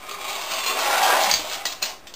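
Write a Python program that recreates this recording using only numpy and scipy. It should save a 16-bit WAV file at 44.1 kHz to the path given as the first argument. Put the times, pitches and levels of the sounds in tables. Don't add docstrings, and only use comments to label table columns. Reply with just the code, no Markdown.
import sys
import numpy as np
from scipy import signal
from scipy.fft import rfft, irfft, next_fast_len
from scipy.io import wavfile
from scipy.ndimage import uniform_filter1d

SR = 44100
rng = np.random.default_rng(int(sys.argv[2]) if len(sys.argv) > 2 else 0)


def convert_level_to_amplitude(level_db):
    exponent = np.asarray(level_db, float) / 20
    return 10 ** exponent


def to_wav(sig):
    pcm = np.clip(np.atleast_2d(sig), -1, 1) * 32767
    pcm = np.round(pcm).astype(np.int16)
    wavfile.write(sys.argv[1], SR, pcm.T)


N = 94815


def rms(x):
    return np.sqrt(np.mean(x ** 2))


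def unit(x):
    return x / rms(x)


def peak_one(x):
    return x / np.abs(x).max()


def colour(x, points):
    p = np.array(points, float)
    hz = np.maximum(np.arange(2049) * SR / 4096, 1)
    log_gain = np.interp(np.log(hz), np.log(p[:, 0]), p[:, 1]) * np.log(10) / 20
    cepstrum = irfft(log_gain)
    cepstrum[1:2048] *= 2
    cepstrum[2049:] = 0
    return signal.fftconvolve(x, irfft(np.exp(rfft(cepstrum))))[:len(x)]


def ring(x, hz, t60):
    pole = np.exp((2j * np.pi * hz - np.log(1000) / t60) / SR)
    return signal.lfilter([1], [1, -pole], x).imag


def walk(hz):
    return unit(signal.lfilter(*signal.butter(2, hz, fs=SR), rng.standard_normal(N)))


def clicks(per_s, scatter_db):
    chance, sign, strength = rng.random((3, N))
    ticks = (chance < per_s / SR) * np.sign(sign - .5)
    return unit(ticks * convert_level_to_amplitude(-scatter_db * np.log(strength + 1e-4)))


def rings(x, peaks):
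    stretch_s, away_db = 0.18, -11.5
    shift_db, shift_hz = 1.2, 12
    sharpen = .88
    t, out = np.arange(N) / SR, 0
    for k, (hz, width_hz, db, loudest_s) in enumerate(peaks):
        away = 1 - np.exp(-((t - loudest_s) / stretch_s) ** 2)
        db = db + away_db * away + shift_db * walk(shift_hz)
        t60 = np.log(1000) / (np.pi * max(sharpen * width_hz, 10))
        out = out + (-1) ** k * np.sqrt(width_hz) * ring(x * convert_level_to_amplitude(db), hz, t60)
    return unit(out)


def gear_chatter(teeth):
    # pitch_hz, level_db
    teeth_colour = [(710, -18.5), (1200, -2), (1780, -6), (2710, -0.5), (3000, -4.5), (4490, -4),
                    (5500, -6), (7150, -55), (12100, -120)]
    # pitch_hz, width_hz, level_db, loudest_s
    body_rings = [(2250, 120, 3, 0.086), (2448, 16, 4.5, 0.16), (2708, 200, 3, 0.57), (3414, 18, -3, 0.27),
                  (3490, 39, 1, 0.63), (3870, 37, -3.5, 0.21), (4135, 66, 3.5, 0.69), (4540, 250, 1, 0.52),
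                  (2030, 42, -10, 0.53), (2395, 83, 0, 0.6), (4620, 19, -7, 1.2), (4944, 280, 1, 1.414),
                  (3060, 340, 1, 1.43), (4120, 94, 2, 1.414)]
    ring_db = -1.5
    gears = unit(colour(teeth, teeth_colour)) + convert_level_to_amplitude(ring_db) * rings(teeth, body_rings)
    return convert_level_to_amplitude(-3.5) * gears * rms(teeth)


def track_rumble(wheels, t):
    # pitch_hz, level_db
    track_colour = [(88, -43), (150, -28.5), (481, -8.5), (532, -6.5), (805, -1.5), (1280, -16),
                    (1430, -19.5), (3000, -22), (3900, -41), (6600, -120)]
    # pitch_hz, width_hz, level_db, loudest_s
    track_rings = [(402.4, 13, -5, 0.11), (602, 39, -4.5, 0.83), (655, 14, -24, 0.16), (836, 61, 3, 0.31),
                   (945, 84, -13, 0.39), (1081.5, 6.1, 1.5, 0.12), (1081.5, 78, 6, 0.61),
                   (1233, 75, 3, 0.13), (460, 71, -1.5, 0.81), (570, 190, -3.5, 1.28), (736, 137, 2, 1.71),
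                   (1057, 19, -1, 1.74), (1233, 105, 1.5, 1.67), (727, 40, 2, 1.87)]
    # pitch_hz, width_hz, level_db, loudest_s
    tunnel_rings = [(427, 93, -21, 1.3), (612, 20, -11, 0.84), (672, 25, -4, 1.065), (742, 9.9, 0.5, 1.036),
                    (815, 50, 2, 0.98), (838, 11, -3, 1.25), (964, 81, -6.5, 0.82), (1042, 9.4, -5, 1.03),
                    (1087, 9.2, -5, 0.66), (1184, 75, -3, 1.07), (1350, 110, -2, 0.89), (1504, 75, -4, 1),
                    (1604.5, 56, -5, 1.026), (1945, 72, -6, 0.93)]
    tunnel_in_s, tunnel_out_s, enter_s, leave_s = 0.777, 1.31, 0.05, 0.0081
    ring_db, rumble_db = 1.5, -2
    entered = np.clip((t - tunnel_in_s) / enter_s + .5, 0, 1)
    inside = entered * np.clip((tunnel_out_s - t) / leave_s + .5, 0, 1)
    outdoors, indoors = wheels * np.sqrt(1 - inside), wheels * np.sqrt(inside)

    track = convert_level_to_amplitude(rumble_db) * rms(wheels) * unit(colour(wheels, track_colour))
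    track = track + convert_level_to_amplitude(ring_db) * rms(outdoors) * rings(outdoors, track_rings)
    track = track + convert_level_to_amplitude(ring_db) * rms(indoors) * rings(indoors, tunnel_rings)

    even = int(.07 * SR)

    def power(x):
        return uniform_filter1d(uniform_filter1d(x ** 2, even), even)

    return convert_level_to_amplitude(-2.0) * track * np.sqrt(2 * power(wheels) / power(track))


def car(t):
    # start_s, gear_chatter_db, track_rumble_db
    run = [(0, -47, -46.5), (.11, -41, -40), (.19, -40, -39.5), (0.269, -33, -36), (.48, -34, -36),
           (0.562, -29.5, -33), (0.632, -33.5, -38), (.68, -29, -32.5), (0.899, -26.5, -24.5),
           (1.12, -25, -19), (1.297, -23.5, -26), (1.32, -31, -38), (1.48, -37.5, -37), (1.538, -31, -38.5),
           (1.63, -41.5, -41), (1.81, -48, -48), (1.899, -44, -40.5), (2.0, -63, -59)]
    s, gear_db, track_db = np.array(run).T
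    flicker_db, flicker_hz = 1.58, 26
    teeth, wheels = clicks(5000, 1.9), clicks(3000, 1.7)
    shake = flicker_db * walk(flicker_hz)
    teeth = teeth * convert_level_to_amplitude(np.interp(t, s, gear_db) + shake)
    wheels = wheels * convert_level_to_amplitude(np.interp(t, s, track_db) + 0.17 * shake)
    return gear_chatter(teeth), track_rumble(wheels, t)


def hits():
    # start_s, peak_db, ring_hz, bouncing_s
    blows = [(0.0662, -30.5, 2100, 0.015), (0.0931, -23.5, 3540, 0.0041), (0.1106, -21.5, 3670, 0.0085),
             (0.186, -33, 2250, 0.0077), (0.2132, -27, 2520, 0.011), (0.384, -45, 3180, 0.014),
             (0.4144, -22.5, 4240, 0.032), (0.5175, -24, 5100, 0.018), (0.536, -17, 4600, 0.013),
             (0.558, -23, 2780, 0.012), (0.59, -17.5, 2720, 0.012), (0.638, -17, 2860, 0.014),
             (0.6619, -13.5, 2760, 0.01), (0.682, -19, 2780, 0.0068), (0.789, -14.5, 1370, 0.045),
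             (0.8609, -16.5, 3400, 0.01), (0.9093, -16, 2100, 0.016), (1.0306, -12, 3230, 0.1),
             (1.2355, -12.5, 5070, 0.026), (1.3117, -10.5, 4850, 0.028), (1.3386, -10.5, 4620, 0.039),
             (1.3566, -18, 3900, 0.05), (1.5127, -24, 3540, 0.034), (1.533, -19, 4700, 0.01),
             (1.653, -15.5, 4650, 0.0084), (1.6554, -16, 5000, 0.012), (1.6624, -15, 4020, 0.042),
             (1.6804, -31, 4060, 0.017), (1.7185, -21.5, 4240, 0.017), (1.724, -20.5, 3620, 0.019),
             (1.819, -23.5, 3500, 0.0045), (1.8221, -17, 2530, 0.039), (1.8257, -13, 4360, 0.013),
             (1.8375, -16, 4300, 0.0087), (1.8408, -19, 3000, 0.0084), (1.8512, -22.5, 4260, 0.027),
             (1.857, -21, 3000, 0.049), (2.0698, -29.5, 3680, 0.022), (2.1385, -25.5, 4380, 0.012)]
    # pitch_hz, level_db
    knock_colour = [(60, -39), (200, -17.5), (700, -0.5), (1400, -10), (2200, -3), (3200, -1), (4500, 5),
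                    (5600, 0.5), (9000, -17.5)]
    # pitch_hz, level_db, t60_s
    tin_modes = [(649, -2, 0.14), (1840, -6, 0.15), (1986, -4.5, 0.11), (2200, -15, 0.065),
                 (2680, -4, 0.22), (3000, 2.5, 0.083), (3446, 3, 0.058), (3310, 1, 0.089), (3970, -7, 0.04),
                 (4240, -1, .12), (4200, -20, .12), (4620, -34, 0.079), (5000, 1, 0.19), (5280, -20, .09)]
    bounces_per_s, bounce_db = 6000, -8
    crunch_s, rise_s = .002, .0007
    knock_db, own_ring_db, own_t60_s = -1, -7, .013
    tin_db, tin_scatter_db = -10.5, 2

    knocks, own = np.zeros((2, N + SR))
    t = np.arange(SR // 8) / SR
    fade_out = np.hanning(2 * len(t))[len(t):]
    for s, db, hz, bounce_s in blows:
        chance, bounce, crunch = rng.random((3, len(t)))
        blow = (chance < bounces_per_s / SR) * (2 * bounce - 1) * convert_level_to_amplitude(bounce_db)
        blow = blow * np.exp(-t / max(bounce_s, .001))
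        blow += .5 * (2 * crunch - 1) * np.exp(-t / crunch_s)
        blow *= np.minimum(t / rise_s, 1)

        spot = tin_scatter_db * rng.standard_normal(len(tin_modes))
        tin = 0
        for (mode_hz, mode_db, t60), change_db in zip(tin_modes, spot):
            tin = tin + convert_level_to_amplitude(mode_db + change_db) * ring(blow, mode_hz, t60)

        i = int(s * SR)
        here = slice(i, i + len(t))
        knocks[here] += convert_level_to_amplitude(db + knock_db) * peak_one(colour(blow, knock_colour))
        own[here] += convert_level_to_amplitude(db + own_ring_db) * peak_one(ring(blow, min(hz, 5400), own_t60_s))
        own[here] += convert_level_to_amplitude(db + tin_db) * peak_one(tin) * fade_out
    return knocks[:N], own[:N]


def thump(t):
    # start_s, pitch_hz, level_db, t60_s
    shakes = [(1.318, 62, -37, .12), (1.375, 62, -47, .5), (1.345, 115, -43, .15), (1.232, 190, -41, .15),
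              (1.27, 205, -41, .25), (1.315, 170, -39, .15), (1.335, 250, -37, .08), (1.39, 305, -38, .2),
              (1.82, 200, -43, .15), (1.824, 380, -42, .15), (1.85, 640, -38, .4), (1.8255, 4240, -20, .1),
              (1.3388, 4615, -17, .2), (1.3388, 4600, -9, .015), (1.3388, 2200, -14, .012),
              (1.3128, 4680, -10, .03), (1.6545, 1950, -22, .06), (1.8265, 2676, -24, .1)]
    out = 0
    for s, hz, db, t60 in shakes:
        swell = np.sin(np.pi * np.clip((t - s) * hz / 2, 0, 1)) ** 2
        push = swell * np.sin(2 * np.pi * hz * (t - s)) * 2 * hz / SR
        out = out + convert_level_to_amplitude(db) * ring(push, hz, t60)
    return out


def room_echo(x, t):
    t60_s, gap_s, place_s = 0.25, 0.00392, .12
    tail_t = t[:SR // 2]
    fade = convert_level_to_amplitude(-60 * tail_t / t60_s) * (tail_t > gap_s)
    out = 0
    for s in np.arange(0, t[-1] + place_s, place_s):
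        here = np.cos(np.pi / 2 * np.clip((t - s) / place_s, -1, 1))
        tail = rng.standard_normal(SR // 2) * fade
        out = out + signal.fftconvolve(x * here, tail)[:N]
    return out / np.sqrt(np.sum(fade ** 2))


def room_tone():
    # pitch_hz, level_db
    air_colour = [(15, -10), (65, -5), (110, -14), (200, -6.5), (700, -8), (1300, -10.5), (5500, -20.5),
                  (9000, -33)]
    return unit(colour(rng.standard_normal(N), air_colour)) * convert_level_to_amplitude(-49)


def scene():
    track_to_room_db, echo_db, body_hz = -0.5, -4, 270
    t = np.arange(N) / SR
    gears, track = car(t)
    knocks, own = hits()
    bright = gears + knocks
    echo = room_echo(bright + convert_level_to_amplitude(track_to_room_db) * track, t)
    toy = bright + own + track + convert_level_to_amplitude(echo_db) * echo
    no_bass = signal.butter(2, body_hz, "high", fs=SR, output="sos")
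    return (signal.sosfilt(no_bass, toy) + thump(t) + room_tone())[None]


def top_cut(x):
    return signal.sosfilt(signal.butter(12, 16650, fs=SR, output="sos"), x)


def record(dry):
    # pitch_hz, level_db
    treble_gaps = [(10250, 0), (10520, -6), (10760, -30), (11290, -30), (11530, -6), (11800, 0), (15430, 0),
                   (15560, -26), (15900, -50)]
    alias_hz, hold, offset = 6200, 4, -.0036
    x = signal.sosfilt(signal.butter(6, alias_hz, fs=SR, output="sos"), dry)
    x = np.repeat(x[:, ::hold], hold, axis=1)[:, :N]
    n = next_fast_len(N)
    hz = np.arange(n // 2 + 1) * SR / n
    gain = convert_level_to_amplitude(np.interp(hz, *np.array(treble_gaps).T))
    x = irfft(rfft(x, n) * gain, n)[:, :N] + offset
    return top_cut(x)


dry = scene()
out = record(dry)
to_wav(out)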